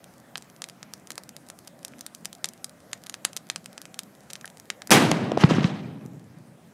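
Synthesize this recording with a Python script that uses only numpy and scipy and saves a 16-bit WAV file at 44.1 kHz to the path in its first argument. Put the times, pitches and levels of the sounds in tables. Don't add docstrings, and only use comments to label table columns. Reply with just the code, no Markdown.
import sys
import numpy as np
from scipy import signal
from scipy.io import wavfile

SR = 44100
rng = np.random.default_rng(int(sys.argv[2]) if len(sys.argv) > 2 else 0)


def to_wav(sig):
    pcm = np.clip(np.atleast_2d(sig), -1, 1) * 32767
    pcm = np.round(pcm).astype(np.int16)
    wavfile.write(sys.argv[1], SR, pcm.T)


def linear_from_db(decibels):
    return 10 ** (np.asarray(decibels, float) / 20)


N = 296793
TIME = np.arange(N) / SR

# f/Hz, density/dB per Hz
COUNTRY_COLOUR = [(25, -27.5), (50, -23), (130, -1.5), (200, 3), (310, -3.5), (440, -10), (560, -4),
                  (720, -6.5), (890, -13), (1700, -15), (2600, -23), (4000, -26), (10000, -26),
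                  (15500, -32.5)]
# t/s, peak level/dB, centre f/Hz, puff level/dB re the peak
FUSE_BURSTS = [(0.3564, -15, 2580, -6), (0.6199, -13, 4840, -8.5), (0.6412, -14, 4120, -19.5),
               (0.937, -14.5, 7400, -8), (1.1051, -13.5, 5900, -4.5), (1.1186, -18, 6050, -25),
               (1.1797, -12.5, 5700, -3), (1.8492, -10.5, 6940, -17), (2.0098, -13.5, 7700, -14),
               (2.0647, -11.5, 7540, -11), (2.149, -15, 8600, -41), (2.2557, -7.5, 5740, -14.5),
               (2.444, -3.5, 4520, -8.5), (2.4566, -13, 5900, -25), (2.4883, -15, 7200, -19),
               (2.6444, -9.5, 6800, -16), (2.9319, -10, 4400, -9), (3.097, -12.5, 5250, -10),
               (3.142, -15, 4300, -4), (3.2504, 2, 5650, -9), (3.3661, -7.5, 6400, -10),
               (3.372, -13.5, 6170, -18), (3.5, -6.5, 4300, -7.5), (3.5604, -10.5, 4130, -7),
               (3.6595, -17, 5200, -10), (3.9915, -7, 5900, -14.5), (4.3334, -13, 6600, -17),
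               (4.3551, -20, 3440, -9), (4.7022, -8, 3900, -4), (4.8733, -17, 6750, -10)]
# t/s, peak level/dB, centre f/Hz
FUSE_SPITS = [(0.3792, -16.5, 5900), (0.6877, -22, 6140), (0.8295, -21, 4300), (1.236, -22.5, 7900),
              (1.2921, -20, 6900), (1.3656, -20.5, 6500), (1.4876, -25, 6900), (1.501, -16.5, 5700),
              (1.5893, -24, 7040), (1.6779, -23.5, 6700), (1.9923, -26, 7240), (2.2486, -23.5, 6800),
              (2.3295, -19.5, 6170), (1.9363, -36, 2040), (3.0378, -24, 7200), (3.0638, -27, 6600),
              (3.3319, -21, 5500), (3.515, -28, 6600), (3.7791, -19.5, 4170), (3.8168, -16.5, 7860),
              (3.8548, -23, 4680), (3.9434, -21, 5170), (4.0341, -22, 8500), (4.3027, -24, 4500),
              (4.31, -25, 5500), (4.412, -25.5, 5070), (4.4446, -25.5, 1540), (4.4565, -18, 6400),
              (4.4777, -25.5, 4500), (4.8199, -20.5, 4140)]
# t/s, peak level/dB
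FUSE_TICKS = [(0.0423, -25.5), (0.1816, -31.5), (0.3734, -21), (0.4235, -26.5), (0.5, -33), (0.5636, -31.5),
              (0.698, -23), (1.0723, -23.5), (1.1558, -24.5), (1.6747, -20), (1.8306, -30), (1.8814, -21),
              (2.351, -25.5), (2.5355, -24), (2.6952, -26), (3.0678, -20), (3.4893, -33), (3.6436, -31),
              (3.7299, -29.5), (3.8257, -35), (4.305, -22), (4.362, -28.5), (4.466, -35), (3.1499, -28),
              (4.1512, -35), (3.4694, -34), (0.9981, -36), (4.501, -28.5), (4.5722, -27.5), (4.5992, -21.5)]
# t/s, peak level/dB, centre f/Hz
MUD_LANDINGS = [
    (5.8689, -48.5, 2500),
    (6.0115, -44.5, 2210),
    (6.0538, -42.5, 6260),
    (6.0615, -29, 7900),
    (6.135, -39, 8260),
    (6.196, -39.5, 6100),
    (6.2426, -43.5, 5300),
    (6.3866, -40.5, 7340),
    (6.4736, -48, 6560),
]
# f/Hz, level/dB
GROUND_COLOUR = [(300, -4), (1200, -1), (3000, -3), (6000, -2), (9000, -1), (12000, -8.5), (15500, -3)]
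# f/Hz, density/dB per Hz
ROAR_SPECTRUM = [(60, -22.5), (130, 0.5), (300, -1), (480, -7), (800, -5.5), (1400, -11), (2250, -11),
                 (4750, -16.5), (10500, -21), (14600, -32), (16000, -47)]
# arrival t/s, level at 1 kHz/dB, T60 at 1 kHz/s, tilt/dB per octave
SCATTERER_GROUPS = [(4.905, 3.5, 0.37, 1), (4.951, -9.5, 1.32, -1), (5.372, -26.5, 1.4, 1.5),
                    (5.404, -11, 0.32, 0.5), (5.484, -14.5, 0.44, 0.5), (5.545, -14, 0.42, -0.5),
                    (5.46, -24, 1.25, -5.5), (5.62, -23, 0.55, 2.7), (5.72, -30.5, 1, 1.1),
                    (5.7, -46.5, 2, -5.5), (5.95, -54, 9.9, -1)]
# t/s, length/s, level/dB
SHOCK_FRONT = (4.9063, .0012, -3.0)
# t/s, f/Hz, level/dB
PRESSURE_SWINGS = [(4.8963, 323, -25), (4.908, 150, -14), (5.1138, 940, -12), (5.1154, 680, -1),
                   (5.117, 183, -10), (5.232, 146, -13), (5.3188, 530, -5), (5.3722, 535, -8),
                   (5.375, 575, 1), (5.4352, 370, -2), (5.4368, 990, 3.5), (5.4398, 158, 4.5),
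                   (5.509, 390, -2.5), (5.5141, 170, -6), (5.546, 250, -18), (5.583, 250, -3.5),
                   (5.643, 890, -12), (5.645, 171, -2.5), (5.855, 195, -29), (6.055, 206, -26.5),
                   (6.296, 124, -35.5)]
# t/s, peak level/dB, centre f/Hz
WALL_CRACKS = [(4.8955, -28, 1210), (5.1143, -14.5, 6130), (5.115, -10.5, 4900), (5.116, -10.5, 2050),
               (5.318, -24, 3630), (5.3737, -30, 2558), (5.374, -25.5, 3970), (5.438, -11, 1970),
               (5.4405, -12, 1600), (5.492, -28, 4000), (5.509, -20.5, 2940), (5.5135, -20, 2030),
               (5.546, -33, 1180), (5.554, -28, 1200), (5.583, -18, 960), (5.608, -22, 2540),
               (5.698, -35, 3500), (5.643, -14.5, 2250)]

SHOCK_S = SHOCK_FRONT[0]
FARM_ECHO_S = 5.4
MIC_LOW_HZ = 122


def filtered(x, order, hz, kind="low"):
    return signal.sosfilt(signal.butter(order, hz, kind, fs=SR, output="sos"), x)


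def rms_one(x):
    return x / np.sqrt(np.mean(x ** 2) + 1e-20)


def at_hz(points, hz):
    table = np.array(points)
    return np.interp(np.log(hz), np.log(table[:, 0]), table[:, 1])


def drift(rate_hz):
    pole = np.exp(-2 * np.pi * rate_hz * 40 / SR)
    noise = rng.standard_normal(N // 40 + 2002)
    slow = signal.lfilter([1], [1, -2 * pole, pole * pole], noise)[2000:]
    return np.interp(np.arange(N) / 40, np.arange(len(slow)), rms_one(slow))


def bands():
    edges = 25 * 2 ** np.arange(0, 9.5, 1 / 3)
    white = rng.standard_normal((2, N))
    for k, (low, high) in enumerate(zip(edges, edges[1:])):
        yield np.sqrt(low * high), filtered(white[k % 2], 2, [low, high], "band")


def add(out, s, sound):
    i = round(s * SR)
    out[i:i + len(sound)] += sound[:N - i]


def country(patchy_db=2.17, level_db=-52.5, duck_db=6.5, recover_s=1.6):
    air = sum(linear_from_db(at_hz(COUNTRY_COLOUR, hz) + patchy_db * drift(6)) * noise for hz, noise in bands())
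    since = np.maximum(TIME - SHOCK_S, 0)
    duck = duck_db * (since > 0) * np.exp(-(since / recover_s) ** 2)
    return linear_from_db(level_db - duck) * rms_one(air)


def snap(hz, chance, width=3.9, after_db=-13, after_s=0.00041):
    t = np.arange(len(chance)) / SR
    sparks = linear_from_db(after_db) * chance * np.exp(-t / after_s)
    sparks[:2] = [-1, 0]
    edges = np.clip([hz / (1 + width), hz * (1 + width)], 200, 18000)
    shaped = filtered(sparks, 2, edges, "band")
    return shaped / np.max(np.abs(shaped))


def grains(tick_hz=6700, tick_spread=0.12, fizz_count=40, fizz_db=-37.5, fizz_spread_db=-3.5):
    where = rng.random((fizz_count, 2))
    fizz = [(s * SHOCK_S, fizz_db + fizz_spread_db * (2 * size - 1)) for s, size in where]
    faint = FUSE_TICKS + fizz
    pitch = tick_hz * np.exp(tick_spread * rng.standard_normal(len(faint)))
    small = FUSE_SPITS + MUD_LANDINGS + [(s, db, hz) for (s, db), hz in zip(faint, pitch)]
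    return FUSE_BURSTS + [(s, db, hz, min(-4 - 10.5 * np.log2(hz / 4500), 0)) for s, db, hz in small]


def ground_answer(t60_s=0.15, near_t60_s=0.022):
    t, tail = TIME[:8000], 0
    for hz, noise in bands():
        fall_db = 60 * t / t60_s * (hz / 4000) ** 0.45
        tail = tail + linear_from_db(at_hz(GROUND_COLOUR, hz) - fall_db) * noise[9000:17000]
    return linear_from_db(-8.5) * tail * (1 + linear_from_db(13.0 - 60 * t / near_t60_s))


def fuse(lead_db=-28, lead_s=0.0013, body_hz=900, splutter_db=-19.0, top_hz=10600):
    out, bounced, events = np.zeros(N), np.zeros(N), grains()
    chance = rng.standard_normal((len(events), 2, 200))
    for (s, peak_db, hz, body_db), (burst, lead) in zip(events, chance):
        width = 1.087 * min(hz / 3500, 1) ** 2
        sharp = snap(hz, burst, width=width, after_db=splutter_db + 1.1 * lead[2], after_s=0.0011)
        puff = np.roll(snap(body_hz, burst, width=1.6, after_db=splutter_db), 3)
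        pop = linear_from_db(peak_db - 0.5) * (sharp - linear_from_db(body_db - 7.5) * puff)
        add(out, s - .00005, pop)
        tick = linear_from_db(peak_db + lead_db + 3.3 * lead[1]) * snap(hz, lead, after_db=11)
        add(out, max(s - lead_s * (1 + np.abs(lead[0])), 0), tick)
        add(bounced, s + 0.00055, linear_from_db(-34.5 + 0.086 * (peak_db + 16.5)) * pop)
    out += signal.fftconvolve(bounced, ground_answer())[:N]
    return filtered(out, 2, top_hz)


def returns(hz, t, rise_s=0.011, rise_per_s=0.0067, treble_damping=0.26):
    power = 0
    for s, level_db, t60, tilt_db in SCATTERER_GROUPS:
        age = np.maximum(t - s, 0)
        fall_db = 60 * age / t60 * (hz / 1000) ** treble_damping
        swell = 1 - np.exp(-age / (rise_s + rise_per_s * (s - SHOCK_S)))
        level = linear_from_db(level_db + tilt_db * np.log2(hz / 1000) - fall_db)
        power = power + (swell * level) ** 2
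    return np.sqrt(power)


def roar(level_db=-8, lumpy_db=1.0, slap_db=2.0, air_db=30, onset_s=4.9122, lull_db=-19):
    first = round(SHOCK_S * SR)
    t = TIME[first:]
    coarse_t = t[::32]
    clumps, slaps = drift(35), 0.68 * drift(30)
    out, reference = np.zeros(N), 0
    for hz, noise in bands():
        if hz < 60:
            continue
        extra_db = -air_db * np.clip(TIME - onset_s, 0, 1) * (hz / 10000) ** 2
        extra_db += slap_db * (drift(30) + slaps) * (TIME > FARM_ECHO_S) * min(hz / 1000, 1)
        extra_db += lumpy_db * (clumps + drift(44))
        colour_db = at_hz(ROAR_SPECTRUM, hz)
        reference = reference + linear_from_db(colour_db) * noise
        envelope = np.interp(t, coarse_t, returns(hz, coarse_t))
        out[first:] += envelope * linear_from_db(colour_db + extra_db[first:]) * noise[first:]
    gate = np.where(TIME > onset_s, 1, linear_from_db(lull_db))
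    return linear_from_db(level_db) * gate * out / np.std(reference)


def shock_front():
    s, length_s, level_db = SHOCK_FRONT
    front = np.tanh(0.87 * rng.standard_normal(80)) * (np.arange(80) < length_s * SR)
    out = np.zeros(N)
    add(out, s, linear_from_db(level_db + 2.0) * filtered(front, 2, 9500))
    return out


def pressure_swings(t60_s=0.026, damping=1.43):
    out, t = np.zeros(N), np.arange(4000) / SR
    for s, hz, level_db in PRESSURE_SWINGS:
        t60 = t60_s * (200 / hz) ** damping
        swell = 1 - np.exp(-t * hz * 4.04)
        add(out, s, -linear_from_db(level_db + 3.0 - 60 * t / t60) * swell * np.sin(2 * np.pi * hz * t))
    return out


def wall_cracks():
    out = np.zeros(N)
    chance = rng.standard_normal((len(WALL_CRACKS), 400))
    for (s, level_db, hz), burst in zip(WALL_CRACKS, chance):
        crack = snap(hz, burst, width=0.55, after_db=-5.5, after_s=0.0014)
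        top_hz = min(15000 / (1 + 0.8 * max(s - SHOCK_S, 0)), 2.7 * hz)
        add(out, s, linear_from_db(level_db) * filtered(crack, 4, top_hz))
    return out


def blast():
    return filtered(shock_front() + pressure_swings() + wall_cracks(), 4, 92, "high")


def scene():
    scattered = filtered(fuse() + roar(), 4, MIC_LOW_HZ, "high")
    return (country() + scattered + blast())[None]


def band_limit(x):
    return signal.sosfilt(signal.butter(12, 16630, fs=SR, output="sos"), x)


def record(dry, overload=1.7, cutoff_hz=16400):
    x = overload * np.tanh(dry / overload)
    top_cut = signal.cheby2(8, 30, cutoff_hz, fs=SR, output="sos")
    for stage in range(2):
        x = signal.sosfilt(top_cut, np.clip(x, -.94, .97))
    return band_limit(x)


dry = scene()
out = record(dry)
to_wav(out)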